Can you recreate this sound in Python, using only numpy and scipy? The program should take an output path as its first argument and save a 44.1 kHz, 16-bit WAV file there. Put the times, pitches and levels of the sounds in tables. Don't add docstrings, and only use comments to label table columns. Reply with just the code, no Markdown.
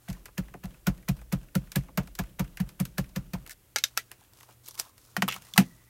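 import sys
import numpy as np
from scipy import signal
from scipy.fft import rfft, irfft
from scipy.io import wavfile
from scipy.ndimage import uniform_filter1d

SR = 44100
rng = np.random.default_rng(int(sys.argv[2]) if len(sys.argv) > 2 else 0)


def gain_from_db(level_db):
    decades = np.asarray(level_db, float) / 20
    return 10 ** decades


def dump(signal):
    limited = np.clip(np.atleast_2d(signal).T, -1, 1)
    pcm = np.round(limited * 32767).astype(np.int16)
    wavfile.write(sys.argv[1], SR, pcm)


N = 260080
LENGTH = 9216
LEAD = .008


def evened(x):
    return x / np.sqrt(np.mean(x ** 2) + 1e-20)


def read(points, hz):
    point_hz, value = np.transpose(points)
    return np.interp(np.log(hz + 1), np.log(point_hz + 1), value)


def add(mix, start_s, sound):
    part = mix[max(round(start_s * SR), 0):][:len(sound)]
    part += sound[:len(part)]


def coloured(x, points):
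    gain = gain_from_db(read(points, np.fft.rfftfreq(len(x), 1 / SR)))
    return irfft(rfft(x) * gain, len(x))


# pitch_hz, level_db [dB per Hz]
AIR = [(20, -10), (50, 0.5), (100, 4), (170, -12), (300, -6.5), (800, -17.5), (2000, -18), (4500, -22),
       (13700, -17.5), (15500, -20)]


def background():
    t = np.arange(N) / SR
    wander = uniform_filter1d(rng.standard_normal(N), size=4000)
    drift = evened(uniform_filter1d(wander, size=4000))
    beat_s, quietest_s, depth = .68, 4.27, .97
    beat = np.sqrt(1 - depth * np.cos(2 * np.pi * (t - quietest_s) / beat_s))
    hum_hz = 119.5 + 0.5 * drift
    hum = np.sqrt(2) * np.sin(2 * np.pi * np.cumsum(hum_hz) / SR)
    air = evened(coloured(rng.standard_normal(N), AIR))
    return gain_from_db(-62.5) * air + gain_from_db(-66.5) * beat * hum


# middle_s, length_s, hiss_db, dullness_db
STROKES = [(.03, 0.21, -52.5, -3), (3.47, 0.026, -66, -8), (3.515, 0.045, -35.5, -14),
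           (3.935, 0.38, -57.5, -2.5), (4.216, 0.42, -67.5, 5.5), (4.406, 0.13, -48.5, -4),
           (4.505, 0.097, -52, -1), (4.669, 0.077, -42, -17), (4.68, 0.03, -36, -14),
           (4.746, 0.026, -44, -7), (4.796, 0.047, -29, -11), (4.85, 0.13, -47, -2.5),
           (5.042, 0.17, -51, -10), (5.173, 0.27, -51, -5), (5.303, 0.084, -46, -2.5),
           (5.352, .08, -37.5, -1.5), (5.478, 0.22, -47.5, -4), (5.665, 0.29, -51.5, -4),
           (5.821, 0.18, -59, -2.5)]
# pitch_hz, level_db [dB per Hz]
RUB = [(2500, -14.5), (3800, -5.5), (6000, -3.5), (11000, -7), (15500, -10.5)]
# pitch_hz, level_db [dB per Hz]
SCUFF = [(1100, -36), (1600, -11.5), (2000, -19), (2800, -12.5), (3600, -17), (4600, -23.5)]
# pitch_hz, level_db [dB per Hz]
BODY = [(250, -34.5), (400, -18.5), (1050, -8), (1400, -10.5), (2000, -29.5)]


def rubs():
    out = np.zeros(N)
    # 0.078 s later, 0.2 s long, hiss and dullness in dB
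    peels = [(row[0] + 0.078, .2, -61.5, 4) for row in SLAPS]
    for middle_s, length_s, hiss_db, dull_db in STROKES + peels:
        u = np.linspace(-1, 1, round(length_s * SR))
        fade = signal.windows.tukey(len(u), .2)
        level_db = hiss_db - 10 * abs(u) - 12.0
        for extra_db, colour in ((0, RUB), (1.82 * dull_db - 1, SCUFF), (dull_db, BODY)):
            noise, slips = rng.standard_normal((len(u), 2)).T
            flicker = gain_from_db(3.5 * evened(uniform_filter1d(slips, size=200)))
            layer = gain_from_db(level_db + extra_db) * evened(coloured(noise, colour))
            add(out, middle_s - length_s / 2, layer * flicker * fade)
    return out


def packet(t, hz, db, arrival, swell, sharp):
    u = np.maximum(t - arrival, 0)
    shape = (u / swell * np.exp(1 - u / swell)) ** sharp
    return gain_from_db(db) * shape * np.sin(2 * np.pi * hz * u)


def ring(modes, t, tuning=1):
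    return sum((-1) ** k * gain_from_db(db - 60 * t / t60) * np.sin(2 * np.pi * hz * tuning * t)
               for k, (hz, db, t60) in enumerate(modes))


# start_s, boom_db, lowest_mode_db, upper_modes_db, sway_db
BLOWS = [(0.083, -27, 1, 2, -26.5), (.3773, -21.5, -6, 5, -27.5), (0.5376, -42.5, -7, 16.5, -64),
         (0.635, -28.5, -6, -3, -30), (0.8672, -15.5, -2.5, 6.5, -23), (1.0826, -18, 5, 2, -23),
         (1.3216, -18.5, 1, 6, -26), (1.5498, -16, -1.5, 4, -27), (1.7545, -19.5, 6.5, 8.5, -24.5),
         (1.881, -56, 5, 23, -53), (1.9704, -18.5, -1, 3.5, -26), (2.1865, -24, -3, 6, -25.5),
         (2.3916, -20, 0, 6, -24.5), (2.5953, -18, -4.5, -14, -28.5), (2.7964, -18, -1, 2, -29),
         (2.9785, -21, 2.5, 4.5, -27.5), (3.158, -23.5, -1, 4, -29.5), (3.328, -24.5, -4, 3, -29)]
# start_s, boom_db, lowest_mode_db, upper_modes_db, sway_db
LANDINGS = [
    (5.173, -29.5, 0, 2, -51),
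    (5.538, -49, 0, 0, -61.5),
    (5.2217, -25, 0.0071, 4.5, -54),
    (5.345, -51.5, 0, 2, -71.5),
    (5.578, -12, 0, 4, -35),
]
# pitch_hz, level_db, arrival_s, swell_s
TABLE = [(136.5, -1.5, 0.0087, 0.018), (182.4, 6.5, 0.0054, 0.012), (275.6, -18, 0.002, 0.017),
         (357.8, -19, 0.00476, 0.0098), (536, -22, 0.00497, 0.0095), (700, -23, 0.00359, 0.0079),
         (1020, -30, 0.00263, 0.0034)]
# pitch_hz, level_db, arrival_s, swell_s
FAR_EDGE = [(134.8, -6, 0.0012, 0.019), (190.5, 10, 0.0041, 0.011), (252, -10.5, 0.0036, 0.017),
            (332, -19, 0.0022, 0.016), (825, -14.5, 0.0014, 0.0045), (473, -22, 0.0016, 0.011)]
# pitch_hz, level_db, arrival_s, swell_s
FRAME = [(47.8, -8.5, 0.0029, 0.04), (100.7, -9, 0, 0.024)]
# pitch_hz, level_db, t60_s
AFTER = [(133, -2, .16), (186, 0, .13), (265, -12, .1)]
# pitch_hz, level_db, t60_s
ROCKING = [(38.85, -6.5, 0.4), (56.4, -10, 0.63)]


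def table():
    out, t = np.zeros(N), np.arange(SR // 2) / SR
    sway = sum(packet(t, *mode, sharp=5.5) for mode in FRAME)
    sway = sway + ring(ROCKING, t) * (1 - np.exp(-t / 0.087)) ** 4
    after = ring(AFTER, t) * (1 - np.exp(-t / 0.055)) ** 2
    for rows, top, sharp, after_db in ((BLOWS, TABLE, 2.27, -8.5), (LANDINGS, FAR_EDGE, 1.4, -11)):
        for start_s, boom_db, low_db, upper_db, sway_db in rows:
            tilt_db = [low_db, 0] + [upper_db] * len(top)
            boom = sum(packet(t, hz, db + extra_db, *times, sharp=sharp)
                       for (hz, db, *times), extra_db in zip(top, tilt_db))
            top_sound = gain_from_db(boom_db - 7.5) * (boom + gain_from_db(after_db) * after)
            add(out, start_s, top_sound + gain_from_db(sway_db) * sway)
    return out


# pitch_hz, level_db, t60_s
MURMUR = [(280, -1, .04), (360, -2, .035), (500, -4, .03), (640, -4, 0.021)]


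def tremble():
    t, out = np.arange(SR) / SR, np.zeros(N)
    blows = BLOWS + LANDINGS
    boom_db, sway_db = np.transpose(blows)[[1, 4]]
    share = 0.46
    # modes, level at rest in dB, time of the peak in s, level after each blow in dB
    parts = ((MURMUR, -90, 0.082, -58.5 + share * (sway_db + 26.5)),
             (AFTER, -73.5, 0.057, -44 + share * (boom_db + 19)),
             (ROCKING, -74, 0.085, -51.5 + sway_db + 31.5))
    for modes, still_db, peak_s, levels_db in parts:
        level = np.full(N, gain_from_db(still_db))
        swell = (t / peak_s * np.exp(1 - t / peak_s)) ** 2
        for row, db in zip(blows, levels_db):
            add(level, row[0], gain_from_db(db) * swell)
        shaken = signal.oaconvolve(rng.standard_normal(N), ring(modes, t[:SR // 2]))[:N]
        out += gain_from_db(-6.0) * level * evened(shaken)
    return out


# start_s, level_db, low_mode_hz, high_mode_hz
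PLATE = [(0.085, -38, 670, 1970), (0.379, -26.5, 541, 1730), (0.637, -37.5, 736, 1730),
         (0.869, -19, 711, 1468), (1.088, -26.5, 711, 2460), (1.325, -30, 507, 1380),
         (1.554, -25.5, 526, 1415), (1.758, -20.5, 536, 1700), (1.974, -21.5, 616, 1350),
         (2.189, -24, 688, 1700), (2.396, -29, 950, 1760), (2.599, -31, 740, 1730), (2.8, -31, 559, 1780),
         (2.983, -23.5, 536, 1730), (3.159, -29, 536, 1730), (3.332, -31, 700, 2420)]
# start_s, level_db, pitch_hz, swell_s
POPS = [(.128, -54, 1970, .0025), (.149, -52, 1850, .0025), (.167, -56, 1020, 0.0046),
        (.258, -49, 1410, .003), (0.258, -55, 2500, 0.0032), (.281, -52, 1010, .005),
        (.285, -56, 1400, 0.0037), (.43, -56, 2000, .003), (.483, -59, 1900, 0.0025),
        (.54, -43.5, 1223, 0.0036), (.545, -43, 700, 0.005), (.653, -49, 700, .005),
        (.982, -59, 1850, .004), (1.027, -58, 1900, .004), (1.885, -52, 1100, .004),
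        (1.89, -53, 700, 0.0041), (3.349, -37, 900, 0.003), (3.464, -53, 1810, .003),
        (3.478, -57, 810, .004), (3.495, -46.5, 1750, 0.0039), (3.508, -43, 1756, 0.0032),
        (3.515, -48, 1800, 0.0026), (3.985, -40.5, 1980, 0.0081), (4.212, -55, 840, 0.0035),
        (4.431, -49, 1050, 0.0022), (4.431, -55, 3000, .0015), (4.674, -52, 2235, 0.0047),
        (4.686, -50, 1010, 0.0023), (4.711, -52, 1050, 0.0018), (4.75, -55, 1040, 0.0032),
        (4.776, -46, 2200, 0.0027), (4.776, -51, 1050, 0.0034), (4.853, -55.5, 1026, 0.0082),
        (4.862, -58, 720, 0.0059), (5.222, -17.5, 1116, 0.0023), (5.283, -30, 1100, 0.003),
        (5.293, -37, 2300, 0.004), (5.306, -42, 3400, .003), (5.318, -41, 2510, .003),
        (5.33, -44, 3290, .003), (5.579, -21, 854, 0.0028), (5.599, -34, 1200, 0.0039),
        (5.61, -37, 845, 0.0065), (2.078, -53, 690, 0.0042), (2.203, -38.5, 1003, .005),
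        (2.986, -38, 518, .006), (5.6, -36, 420, .008), (5.62, -47, 330, .009)]
# pitch_ratio, level_db, arrival_s
NEIGHBOURS = [(1, 0, 0), (.84, -5, .0015), (1.19, -5, .0007)]


def plate():
    out, t = np.zeros(N), np.arange(3000) / SR
    for start_s, level_db, low_hz, high_hz in PLATE:
        low = packet(t, low_hz, db=-14.5, arrival=0.00406, swell=0.0053, sharp=0.79)
        high = packet(t, high_hz, db=-10.5, arrival=0.001185, swell=0.0026, sharp=0.83)
        add(out, start_s, gain_from_db(level_db) * (low + high))
    for start_s, level_db, hz, swell_s in POPS:
        for ratio, extra_db, late_s in NEIGHBOURS:
            add(out, start_s, packet(t, hz * ratio, level_db + extra_db - 3.0, late_s, swell_s, sharp=1.6))
    return out


def causal(x, points):
    log_gain = read(points, np.fft.rfftfreq(len(x), 1 / SR)) * np.log(10) / 20
    circle = np.concatenate([log_gain, log_gain[-2:0:-1]])
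    response = np.exp(np.conj(signal.hilbert(circle))[:len(log_gain)])
    return irfft(rfft(x) * response, len(x))


# pitch_hz, t60_s
ROOM = [(300, 0.21), (1000, 0.1), (3000, 0.11), (8000, 0.1), (15000, 0.086)]


def scatter():
    hz, t, bands = signal.stft(rng.standard_normal(LENGTH), SR, nperseg=128)
    fading = bands * gain_from_db(-60 * t / read(ROOM, hz)[:, None])
    tail = signal.istft(fading, SR, nperseg=128)[1][:LENGTH]
    tail = np.roll(tail, round(LEAD * SR))
    rise = np.clip((np.arange(LENGTH) / SR - LEAD) / 0.00056, 0, 1)
    return tail * rise


def lowpassed(x, hz):
    return signal.sosfilt(signal.butter(2, hz, fs=SR, output="sos"), x)


def contact(row, lead_db, grit_db, tail_db):
    start_s, level_db, body_db, knock_db, edge_db, decay_s = row
    t = np.arange(LENGTH) / SR - LEAD
    before, after, age = t < 0, t > 0, abs(t)
    uneven = gain_from_db(grit_db * rng.standard_normal(LENGTH))
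    grit = evened(rng.standard_normal(LENGTH) * uneven)
    crack = grit * after * np.exp(-age / decay_s)
    touch = (lowpassed(grit, 2600) + 0.22 * grit) * gain_from_db(lead_db) * np.exp(-age / 0.0042)
    touch = touch * before * (t > .0005 - LEAD)
    linger = gain_from_db(-1) * lowpassed(grit[::-1], 1300) * after
    linger = linger * (1 - np.exp(-age / 0.0025)) * np.exp(-age / (2.39 * decay_s))
    colour = [(150, body_db - 5.0), (450, body_db + 7.5), (1000, body_db + 7.0),
              (1500, knock_db + 6.5), (2600, knock_db + 6.5), (3500, 0.013), (6500, 0.031),
              (9000, edge_db - 0.5), (13500, edge_db + 2.0), (16000, edge_db - 8.5)]
    return causal(crack + touch + linger + gain_from_db(tail_db) * scatter(), colour)


def weighted(row, knock_db):
    start_s, level_db, weight_db, edge_db, decay_s = row
    return start_s, level_db, weight_db, knock_db + 0.55 * weight_db, edge_db, decay_s


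def spread(x, lag):
    hz = np.fft.rfftfreq(len(x), 1 / SR)
    turns = 2 * lag * np.sqrt(500 * hz) - lag * np.sqrt(500 / 9000) * hz
    return irfft(rfft(x) * np.exp(-2j * np.pi * turns), len(x))


def peaked(x, db):
    band = signal.sosfilt(signal.butter(2, (3000, 7000), "band", fs=SR, output="sos"), x)
    return gain_from_db(db) * x / np.sqrt(uniform_filter1d(band ** 2, size=130).max())


# start_s, peak_db, weight_db, edge_db [above 7 kHz], decay_s
SLAPS = [(0.086, -46.5, -4, -3.5, 0.0012), (0.3789, -34.5, -5, -4, 0.0062), (0.6375, -49, 1, -4, 0.0089),
         (0.8686, -30, -5, -3.5, 0.0074), (1.0859, -33, -5, -2, 0.005), (1.3245, -36, -3.5, -4, 0.0071),
         (1.5522, -32, -3.5, -1, 0.0045), (1.758, -27.5, -5, 0, 0.0047), (1.9740, -31, 1.5, -6, 0.0064),
         (2.1886, -34, -4, -5, 0.0062), (2.394, -36, -2.5, -5.5, 0.0066), (2.601, -42, -1.5, -2.5, 0.0084),
         (2.7998, -36, -4, 1, 0.0049), (2.981, -31, -3.5, -3.5, 0.0044), (3.1601, -35.5, -8, -6, 0.0078),
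         (3.3341, -39, -2, -5.5, 0.0097)]
TOUCH_DB = [-0.5, -6, -1, -7, -1, -0.5, -6.5, -5.5, -40, -10, -3, 1, -3, -8, -4, -15]
# pitch_hz, width_hz, level_db
PAD = [(1500, 320, -4.5), (5760, 570, -36), (8560, 12000, -11), (14600, 570, 29.5), (12800, 620, 22.5)]


def slaps():
    out, t = np.zeros(N), np.arange(400) / SR
    for row, touch_db in zip(SLAPS, TOUCH_DB):
        start_s, peak_db, weight_db, edge_db, decay_s = row
        burst = contact(weighted(row, knock_db=0.2), lead_db=touch_db, grit_db=2.5, tail_db=-9.0)
        modes = [(hz, db + edge_db * (hz > 12000), 5 / (width + 400)) for hz, width, db in PAD]
        blunt = ring(modes, t, tuning=rng.uniform(.96, 1.03))
        rung = evened(np.convolve(burst, blunt)[:LENGTH])
        slap = spread(evened(burst) + gain_from_db(-8.0) * rung, lag=0.00396)
        add(out, start_s - LEAD, peaked(slap, peak_db - 2.5))
    return out


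# start_s, peak_db, weight_db, knock_db [near 2 kHz]
TICKS = [(.0996, -43, -1, -4.5), (.1281, -47.5, -33, -3.5), (.2565, -44, -8.5, -1.5), (.282, -62, 11, 6),
         (.4818, -60, 4, 7), (.5385, -52, 15, 8.5), (.6547, -47, -11, -3), (.7426, -60, 4, 8),
         (.978, -58, -4, -2), (1.0255, -62, -8, 2), (1.1662, -56, -5, -7), (1.2135, -59, 5, 1),
         (1.43, -62, 2, 4), (1.485, -62, -13, 8), (1.718, -37, -15.5, -4), (1.8357, -58.5, 3, 2),
         (1.8834, -60.5, 17.5, 9), (2.073, -50.5, -3.5, -1), (2.1515, -42.5, -17, -12),
         (2.2362, -54, 2, 4.5), (2.4426, -55, -3, 6), (2.5716, -40.5, -9, 3), (2.6901, -47.5, -9, -4),
         (2.8519, -39, -12.5, -7), (3.0415, -55, -11, 5), (3.0909, -57.5, -2, -15), (3.3844, -61, -12, 0),
         (1.19, -62, -2, 6), (1.63, -72, -3, -2), (1.672, -61.5, -8, 6), (1.808, -60, -15, 7),
         (2.032, -57.5, -6, -5), (2.268, -67, -7, 4)]
# start_s, peak_db, weight_db, knock_db [near 2 kHz]
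NAILS = [(3.4638, -47, -9, 1), (3.4756, -47.5, -10, -12), (3.4954, -45, -35, -3), (3.5084, -42, -32, -2),
         (4.1155, -42, -4.5, 0), (4.2096, -59, -6, -7), (4.238, -60.5, -9, -10), (4.335, -55, -1.5, -9),
         (4.4088, -53.5, -20, 0), (4.4308, -52, -10, -1), (4.4887, -62, 12, 0), (4.6852, -41, -12, -15),
         (4.7097, -42.5, -19, -22), (4.7491, -52, -21, -5), (4.7535, -47.5, -25, -16),
         (4.98, -52.5, -10, -6), (5.4214, -50.5, -10, -4), (5.469, -54.5, -2, -3)]


def ticks():
    out = np.zeros(N)
    edge_db = -2
    for rows, decay_s, lag_s, tail_db in ((TICKS, 0.0037, .006, -11.5), (NAILS, 0.00088, .002, -18)):
        for row in rows:
            burst = contact((*row, edge_db, decay_s), lead_db=-15.0, grit_db=6.5, tail_db=tail_db)
            add(out, row[0] - LEAD, peaked(spread(burst, lag=lag_s), row[1] - 3.5))
    return out


# start_s, peak_db, weight_db, edge_db [above 7 kHz], decay_s
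CLICKS = [
    (3.7602, -19.5, -16, -10.5, 0.0026),
]
BOUNCES = [
    (3.7846, -28.5, -27, -7.5, 0.003),
]
SNAPS = [
    (3.8384, -14.5, -25, -9, 0.0031),
    (3.8832, -53, -11, 3.5, .004),
]
FLICKS = [
    (4.7976, -23.5, -17.5, 0.5, 0.0017),
]
SHUTS = [
    (3.9700, -44, -5, -5, 0.0024),
    (3.9749, -19.5, -15.5, -4, 0.0024),
]
KNOCKS = [
    (5.166, -29, -3, -4.5, 0.005),
    (5.2215, -22.5, -2.5, -7, 0.004),
]
ROCKS = [(5.2798, -36.5, 0, 3.5, 0.0037), (5.2885, -37.5, -5, -6, .003), (5.3628, -43, -7, -5, 0.0024),
         (5.5602, -42.5, -15, -7, 0.0015), (5.5656, -45, -18.5, -2, 0.0038)]
RATTLES = [(5.285, -26, -35, 2, 0.0024), (5.2915, -35, -10, -10, .003), (5.3015, -36, -12, -16, 0.0022),
           (5.3122, -35, -12, -12, 0.003), (5.3232, -34, -16, -8, 0.005), (5.3325, -42, -12, -12, 0.0032),
           (5.3413, -38.5, -15, 5, 0.003), (5.5371, -32, -36, -5, 0.002)]
THUDS = [
    (5.5768, -24, -12.5, -1.5, .002),
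    (5.5788, -12.5, -7.5, -3, 0.0013),
]
# pitch_hz, level_db, t60_s
CASE = [(513, -16, 0.04), (845, -8.5, .05), (1384, -4.5, .05), (1660, -4.5, 0.047), (2143, -8.5, 0.07),
        (2880, -12.5, .025), (3795, -7, 0.066), (4753, -7, .045), (5103, -14, .05), (5660, 0, .022),
        (6030, 0.5, 0.035), (6874, -15.5, .03), (7833, -13, .04), (8791, -13, 0.05)]
GLANCED = [(1390, -8, .03), (2160, -2, .05), (3050, -0.5, .015), (3800, -6, .04), (4080, -1, .04),
           (4800, -7.5, .03), (5500, -4, .02), (6150, -3, .025), (7350, -4, .03)]
HALF_SHUT = [(3898, -1.5, 0.024), (1368, -15, 0.035), (1690, -15.5, 0.044), (2160, -12, 0.039),
             (3110, -11.5, .03), (3690, -4.5, 0.049), (5040, -3, 0.03), (6010, -0.5, 0.03), (6150, -2, .03),
             (7900, -21, 0.028), (8550, -19, .04)]
GRIPPED = [(700, -9.5, 0.028), (1050, -8, .02), (2126, -12, .025), (3620, -7, .025), (4800, -2, 0.023),
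           (5066, 2.5, .025), (5820, 4, 0.025), (6800, -9, .025), (8400, -10, 0.023), (9780, -3, .025),
           (10570, -3, .025), (11300, -6, 0.018)]
CLOSED = [(807, -9, 0.026), (1346, 1.5, .036), (1680, -7, 0.037), (1890, -6.5, 0.045), (2590, -9, 0.042),
          (3410, -14, 0.035), (3860, -5, 0.033), (5028, -7, .035), (5540, -2, .015), (6200, -12, 0.05),
          (8100, -21, 0.035)]
RESTING = [(521, -14, 0.093), (719, -2.5, 0.06), (1100, -1, 0.023), (1440, -3, 0.043), (1900, 2.5, 0.029),
           (2440, -20, 0.037), (3090, -11, .075), (3810, -10, 0.025)]
RIM = [(765, -4, 0.024), (1100, 0.5, 0.026), (1290, -2, .035), (1700, -11.5, .025)]
LID = [(2200, -3, .012), (2600, -1, 0.012), (3000, 0, 0.012), (3400, -3, 0.014), (5820, -4, .009)]
PRESSED = [(711, -3.5, 0.067), (840, 0.5, 0.036), (1123, -4.5, .04), (1368, -6, 0.046), (2030, -8.5, .04),
           (2645, 0, 0.03), (2990, -0.5, 0.02), (4420, -13.5, .04), (5350, -11, 0.045), (6660, -2.5, 0.018),
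           (9270, -4.5, .015)]


def clicks():
    out, t = np.zeros(N), np.arange(3000) / SR
    # contacts, what rings, level of the ring and of the reflections in dB
    kinds = ((CLICKS, CASE, -.6, -13), (BOUNCES, GLANCED, -.7, -13), (SNAPS, HALF_SHUT, -.6, -15),
             (SHUTS, CLOSED, -3.1, -15), (FLICKS, GRIPPED, -3.1, -16), (KNOCKS, RESTING, -3.1, -14),
             (ROCKS, RIM, 3.1, -14), (RATTLES, LID, 2.1, -17), (THUDS, PRESSED, -3.1, -14))
    for rows, modes, ring_db, tail_db in kinds:
        for row in rows:
            hit = weighted(row, knock_db=3.5)
            sound = evened(contact(hit, lead_db=-48, grit_db=-0.5, tail_db=tail_db))
            rung = ring(modes, t, tuning=rng.uniform(.99, 1.01)) * (1 - np.exp(-t / .0006))
            if modes is LID:
                shaking = sound[round(LEAD * SR):][:len(t)]
                rung = signal.oaconvolve(shaking, rung)[:len(t)]
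            add(sound, LEAD, gain_from_db(ring_db) * evened(rung) * np.sqrt(LENGTH / len(t)))
            add(out, row[0] - LEAD, peaked(sound, row[1] - 2.5))
    return out


# start_s, pitch_hz, width_hz, level_db, fall_db [per s]
WHIRS = [
    (4.745, 1080, 150, -56.5, 196),
    (4.82, 1050, 150, -58.5, 148),
    (5.28, 2800, 1100, -42, 200),
    (5.45, 1945, 120, -61, 249.5),
    (5.63, 1950, 90, -62, 120),
    (5.7, 1930, 90, -63, 200),
    (5.77, 1950, 90, -67, 120),
    (5.86, 1950, 90, -65.5, 100),
]


def whir():
    t, out = np.arange(0, .4, 1 / SR), np.zeros(N)
    for start_s, hz, width_hz, level_db, fall_db in WHIRS:
        resonance = ring([(hz, 0, 3.6 / width_hz)], t[:2000])
        rung = signal.oaconvolve(rng.standard_normal(len(t)), resonance)[:len(t)]
        rise = np.minimum(t * fall_db / 2, 1)
        add(out, start_s, rise * gain_from_db(level_db - fall_db * t) * evened(rung))
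    return out


def scene():
    surroundings = background() + rubs()
    answers = table() + tremble() + plate()
    contacts = slaps() + ticks() + clicks() + whir()
    return (surroundings + answers + contacts)[None]


def roll_off(x):
    return signal.sosfilt(signal.butter(12, 16820, fs=SR, output="sos"), x)


def record(dry):
    squeezed = np.tanh(dry / .95) * .95
    edge = signal.firwin(255, 16100, window=("kaiser", 9), fs=SR)
    mix = signal.oaconvolve(squeezed, edge[None], "same")
    return roll_off(mix)


dry = scene()
out = record(dry)
dump(out)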